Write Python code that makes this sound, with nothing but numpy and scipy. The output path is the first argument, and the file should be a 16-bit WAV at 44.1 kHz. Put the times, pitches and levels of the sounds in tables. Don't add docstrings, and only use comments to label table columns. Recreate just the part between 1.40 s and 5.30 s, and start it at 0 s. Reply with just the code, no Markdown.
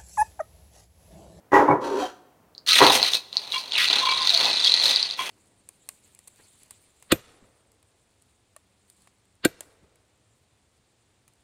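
import sys
import numpy as np
from scipy import signal
from scipy.fft import rfft, irfft
from scipy.io import wavfile
from scipy.ndimage import uniform_filter1d

SR = 44100
rng = np.random.default_rng(int(sys.argv[2]) if len(sys.argv) > 2 else 0)


def inscribe(sig):
    pcm = np.round(np.clip(np.atleast_2d(sig).T, -1, 1) * 32767)
    wavfile.write(sys.argv[1], SR, pcm.astype(np.int16))


N = 171990

# freq_hz, level_db
LINK_EDGE = [(3000, -31.5), (4800, 7.5), (6100, 6), (7600, -0.5), (8600, -2.5), (10500, -1), (15500, -7.5)]
LINK_HZ, LINK_CUT_HZ = 4113, 6570
CONTACTS_PER_S, CONTACT_SPREAD_DB = 480, 5


def amp(db):
    return 10 ** (np.asarray(db) / 20)


def unit(x):
    return x / np.sqrt(np.sum(x ** 2))


def unit_rms(x):
    return unit(x) * np.sqrt(len(x))


def decay(t60_s, size=30000):
    return np.exp(-np.log(1000) * np.arange(size) / SR / t60_s)


def burst(t60_s, size=30000):
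    return unit(rng.standard_normal(size) * decay(t60_s, size))


def through(x, response):
    return signal.fftconvolve(x, response)[:len(x)]


def colour(x, spectrum, size=2048):
    hz, db = np.array(spectrum, float).T
    bins_hz = np.fft.rfftfreq(size, 1 / SR)
    gain = amp(np.interp(np.log(bins_hz + 1), np.log(hz), db))
    cepstrum = irfft(np.log(gain))
    cepstrum[1:size // 2] *= 2
    cepstrum[size // 2 + 1:] = 0
    return through(x, unit(irfft(np.exp(rfft(cepstrum)))))


def lowpass(x, cut_hz):
    return signal.sosfilt(signal.butter(2, min(cut_hz, SR / 3), fs=SR, output="sos"), x)


def band(x, centre_hz, width_hz):
    edges_hz = [max(centre_hz - width_hz / 2, 10), centre_hz + width_hz / 2]
    return signal.sosfilt(signal.butter(2, edges_hz, "band", fs=SR, output="sos"), x)


def ring(modes, t60_s, tilt_db_per_oct=0, size=30000):
    t = np.arange(size) / SR
    tones = np.zeros(size)
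    for hz, db in modes:
        gain = amp(db + tilt_db_per_oct * np.log2(hz) + 2 * rng.standard_normal())
        tones += gain * np.sin(2 * np.pi * (hz * t + rng.random()))
    return unit(tones * decay(t60_s, size))


def add(out, start_s, sound):
    i = max(int(start_s * SR), 0)
    out[i:i + len(sound)] += sound[:max(len(out) - i, 0)]


def envelope(curve, column, smooth_s=0.045):
    curve = np.array(curve)
    db = np.interp(np.arange(N) / SR, curve[:, 0], curve[:, column], left=-np.inf, right=-np.inf)
    return uniform_filter1d(amp(db), int(smooth_s * SR))


def contacts(rate_per_s, spread_db, window=1500):
    struck = rng.random(N) < rate_per_s / SR
    hits = struck * amp(spread_db * rng.standard_normal(N)) * rng.choice([-1, 1], N)
    return hits / np.sqrt(np.abs(uniform_filter1d(hits ** 2, window)) + 1e-9)


def yard(level_db=-61):
    # freq_hz, level_db
    spectrum = [(25, -35), (55, 6), (165, 10), (700, 6.5), (4000, -14.5), (15000, -15)]
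    return amp(level_db) * unit_rms(colour(rng.standard_normal(N), spectrum))


def squeals(width_hz=50):
    # start_s, length_s, pitch_hz, level_db
    notes = [(0.111, 0.092, 1917, -18.5), (0.264, 0.085, 2236, -37), (0.47, 0.15, 404, -25),
             (0.579, 0.1, 726, -29), (.585, .1, 3145, -39), (1.273, .13, 1288, -32),
             (2.909, 0.069, 687, -31)]
    out = np.zeros(N)
    for start_s, length_s, pitch_hz, level_db in notes:
        swell = np.hanning(int(length_s * SR))
        note = band(rng.standard_normal(N), pitch_hz, width_hz)[-len(swell):]
        add(out, start_s, amp(level_db) * swell * unit_rms(note))
    return out


def part_response(body_db=2.5):
    # freq_hz, level_db
    modes = [(293, -6), (398, -3.5), (530, -3), (835, 3.5), (918, 4), (988, 4.5), (1090, 3.5), (1360, -9.5),
             (1612, -6), (1950, -6.5)]
    # freq_hz, level_db
    body_spectrum = [(100, -33.5), (350, -1.5), (700, -7), (1000, -2.5), (1900, -12), (2400, -19.5),
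                     (4200, -25.5), (6600, -16), (8000, -21.5), (15000, -8.5)]
    tones = ring(modes, t60_s=0.2)
    body = unit(colour(burst(t60_s=0.36), body_spectrum))
    return tones + amp(body_db) * body


def part_knocks(knock_gain_db=12):
    # start_s, level_db, cut_hz
    knocks = [(0.119, -7.5, 3050), (0.131, 4.5, 1720), (.139, 0, 3650), (.156, 1.5, 2600),
              (.164, 5.5, 1500), (.191, 4, 1170), (0.221, 5, 660), (.278, 3.5, 854), (.287, 6.5, 794),
              (.310, 5, 800), (1.405, 1.5, 3000), (1.415, 8, 2560)]
    # start_s, level_db
    thumps = [(0.283, -1.5), (0.308, 2), (1.412, -2.5), (1.447, -10)]
    # freq_hz, level_db
    thump_spectrum = [(30, -32.5), (65, 5.5), (160, 22), (600, -33)]
    out = np.zeros(N)
    for start_s, level_db, cut_hz in knocks:
        add(out, start_s, amp(knock_gain_db + level_db) * lowpass(part_response(), cut_hz))
    for start_s, level_db in thumps:
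        add(out, start_s, amp(level_db) * unit(colour(burst(t60_s=0.13), thump_spectrum)))
    return out


def part_scrape(groan_gain_db=-9.5):
    # time_s, groan_db, hiss_db
    push = [(0.425, -18, -38.5), (0.47, -20, -38), (0.535, -20, -43.5), (0.61, -19.5, -33.5),
            (0.67, -26.5, -39.5), (0.72, -62, -53.5), (0.93, -55, -92)]
    slips = contacts(rate_per_s=330, spread_db=0.5)
    # freq_hz, level_db
    hiss_spectrum = [(700, -9.5), (1450, 9), (2300, -4.5), (4200, -0.5), (5100, -7), (6200, -5.5),
                     (7600, -14), (9300, -12.5), (15000, -28)]
    groan = unit_rms(lowpass(through(slips, part_response()), cut_hz=610))
    hiss = unit_rms(colour(through(slips, burst(t60_s=0.068)), hiss_spectrum))
    return amp(groan_gain_db) * groan * envelope(push, column=1) + hiss * envelope(push, column=2)


def link_shape(rise_s, size=600):
    u = np.arange(size) / SR / rise_s
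    return (u * np.exp(1 - u)) ** 2


def link_click(rise_s, scatter=0.069):
    shape = link_shape(rise_s)
    pitch_hz = LINK_HZ * (1 + scatter * rng.standard_normal())
    return shape * np.sin(2 * np.pi * pitch_hz * np.arange(len(shape)) / SR)


def chain_snaps(rise_s=0.00057, crack_db=-15.5):
    # start_s, level_db
    snaps = [(1.15, -35), (1.1798, -26), (1.2757, -11), (1.3103, -8), (1.3199, -1.5), (1.3566, -2),
             (1.6287, -0.5), (1.735, -4.5), (1.7519, -7), (1.9287, -18.5), (1.969, -4), (2.1209, -11.5),
             (2.3211, -12), (2.486, -7), (2.5302, -3), (2.873, -5), (2.894, -2.5), (2.9478, -3.5),
             (2.9989, -17), (3.0286, -11), (3.0547, -5.5), (3.246, -2), (3.272, -6), (3.296, -7),
             (3.32, -5), (3.3399, 0), (3.5602, -2.5), (3.595, -14.5), (3.6283, -6), (3.71, -13)]
    out, shape = np.zeros(N), link_shape(rise_s)
    for start_s, level_db in snaps:
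        noise = rng.standard_normal(len(shape)) * shape
        crack = lowpass(colour(noise, LINK_EDGE), LINK_CUT_HZ)
        add(out, start_s, amp(level_db) * (link_click(rise_s) + amp(crack_db) * crack))
    return out


def chain_motion(attack_s=0.01, release_s=0.019):
    # time_s, casing_db, links_db
    haul = [(2.32, -35.5, -22), (3.52, -33.5, -17.5), (3.76, -44.5, -30.5)]
    # start_s, hold_s, bass_db, casing_db, links_db, edge_db
    runs = [(1.262, 0.13, -46.5, -26, -14.5, -30.5), (1.352, 0.039, -35.5, -20.5, -21, -29),
            (1.394, 0.11, -22.5, -23, -15, -31.5), (1.515, 0.046, -29.5, -23.5, -18, -25.5),
            (1.557, 0.074, -35.5, -33, -23, -44), (1.62, 0.064, -47, -30.5, -19, -38),
            (1.711, 0.042, -41.5, -34, -19.5, -34), (1.918, 0.38, -52.5, -49, -37, -56),
            (2.109, 0.088, -66, -44, -28.5, -45.5), (2.37, 0.084, -71, -24.5, -22.5, -36),
            (2.493, 0.098, -38.5, -28, -20, -44), (2.844, 0.15, -77, -35, -19.5, -40.5),
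            (2.98, 0.12, -34.5, -31, -44, -41.5), (3.214, 0.072, -72, -44.5, -17.5, -45),
            (3.417, 0.1, -39.5, -33.5, -19, -35), (3.77, 0.14, -45.5, -36, -36.5, -44)]
    t = np.arange(N) / SR
    casing, links = envelope(haul, column=1), envelope(haul, column=2)
    bass = amp(-11) * casing
    power = np.array([bass, casing, links, np.zeros(N)]) ** 2
    for start_s, hold_s, *levels_db in runs:
        attack = np.clip((t - start_s) / attack_s, 0, 1)
        release = np.exp(-np.maximum(t - start_s - hold_s, 0) / release_s)
        power += np.outer(amp(levels_db), attack * release) ** 2
    return np.sqrt(power)


def link_jingle(scatter=0.0263):
    # freq_hz, level_db
    overtones = [(6150, 3), (8520, 6.5), (9550, 5), (11700, -5)]
    stretch = 1 + scatter * rng.standard_normal()
    return ring([(hz * stretch, db) for hz, db in overtones], t60_s=0.033)


def chain_rattle(link_count=24, grit_s=0.006):
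    # freq_hz, level_db
    bass_spectrum = [(40, -21.5), (150, -10), (400, -1), (950, 7), (1600, -12.5), (2500, -46)]
    # freq_hz, level_db
    casing_spectrum = [(600, -23.5), (1250, 1), (2500, 5), (3400, 8), (6500, -47.5)]
    # freq_hz, level_db
    casing_modes = [(1270, 0), (1620, 3), (1940, 6), (2340, 4), (2570, 16), (3290, -2)]
    bass_gain, casing_gain, links_gain, edge_gain = chain_motion()
    hits = contacts(CONTACTS_PER_S, CONTACT_SPREAD_DB)
    struck_link = rng.integers(0, link_count, N)
    hits_by_link = [hits * (struck_link == k) for k in range(link_count)]
    clicks = unit_rms(sum(through(own, link_click(rise_s=0.0012)) for own in hits_by_link))
    jingle = unit_rms(sum(through(own, link_jingle()) for own in hits_by_link))
    grit_power = signal.lfilter([1], [1, -np.exp(-1 / (SR * grit_s))], hits ** 2)
    grit = unit_rms(np.sqrt(grit_power) * rng.standard_normal(N))
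    bass = amp(3) * unit_rms(colour(grit, bass_spectrum))
    casing_drive = grit * casing_gain
    casing_ring = through(casing_drive, ring(casing_modes, t60_s=0.066))
    casing = colour(casing_drive, casing_spectrum) + amp(-5) * casing_ring
    edge = colour(grit, LINK_EDGE) + amp(-3) * jingle
    links = amp(-5.5) * clicks + amp(-17) * lowpass(edge, LINK_CUT_HZ)
    return bass * bass_gain + casing + links * links_gain + edge * edge_gain


def chain_slides(from_hz=3500, to_hz=1568, width_hz=530):
    # start_s, length_s, level_db
    slides = [(1.267, .16, -23), (2.326, 0.11, -22)]
    out = np.zeros(N)
    for start_s, length_s, level_db in slides:
        size = int(length_s * SR)
        hits = contacts(CONTACTS_PER_S, CONTACT_SPREAD_DB)
        clatter = unit_rms(lowpass(hits, width_hz / 2)[-size:])
        centre_hz = np.geomspace(from_hz, to_hz, size)
        carrier = np.sin(2 * np.pi * np.cumsum(centre_hz) / SR)
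        swell = np.sqrt(np.hanning(size))
        add(out, start_s, amp(level_db) * swell * clatter * carrier)
    return out


def chain(after_ring_db=-15):
    links = chain_rattle() + chain_snaps() + chain_slides()
    after_ring = through(links, band(burst(t60_s=0.11), LINK_HZ, width_hz=780))
    return links + amp(after_ring_db) * unit_rms(after_ring) * np.std(links)


def hook(t60_s=0.082):
    # start_s, level_db, length_s, tilt_db_per_oct
    brushes = [(2.129, -26.5, 0.04, -0.5), (2.604, -28, 0.06, -5), (2.656, -23.5, 0.074, 0),
               (2.745, -33, 0.11, -5.5), (3.247, -19.5, 0.023, 47), (3.789, -27.5, 0.036, -1)]
    # freq_hz, level_db
    modes = [(985, -14), (1045, -4), (2310, -8), (2800, -9), (3300, -2)]
    out = np.zeros(N)
    for start_s, level_db, length_s, tilt_db_per_oct in brushes:
        response = ring(modes, t60_s, tilt_db_per_oct)
        touching = np.arange(len(response)) < length_s * SR
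        hits = contacts(CONTACTS_PER_S, spread_db=7.5)[:len(response)] * touching
        add(out, start_s, amp(level_db) * np.sqrt(length_s * SR) * unit(through(hits, response)))
    return out


def workshop(x, early_db=-10, tail_db=-21.5, predelay_s=0.004):
    low_tail = unit(lowpass(burst(t60_s=0.46), cut_hz=1500))
    tail = low_tail / 2 + burst(t60_s=0.89)
    response = amp(early_db) * burst(t60_s=0.13) + amp(tail_db) * tail
    return x + through(x, np.pad(response, (int(predelay_s * SR), 0)))


def scene():
    sources = part_knocks() + part_scrape() + squeals() + chain() + hook()
    return (workshop(sources) + yard())[None]


def record(dry, low_hz=48, top_hz=16000):
    rounded = dry / (1 + dry ** 6) ** (1 / 6)
    bass_cut = signal.sosfilt(signal.butter(6, low_hz, "high", fs=SR, output="sos"), rounded)
    return signal.sosfilt(signal.ellip(8, .2, 80, top_hz, fs=SR, output="sos"), bass_cut)


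dry = scene()
out = record(dry)
inscribe(out)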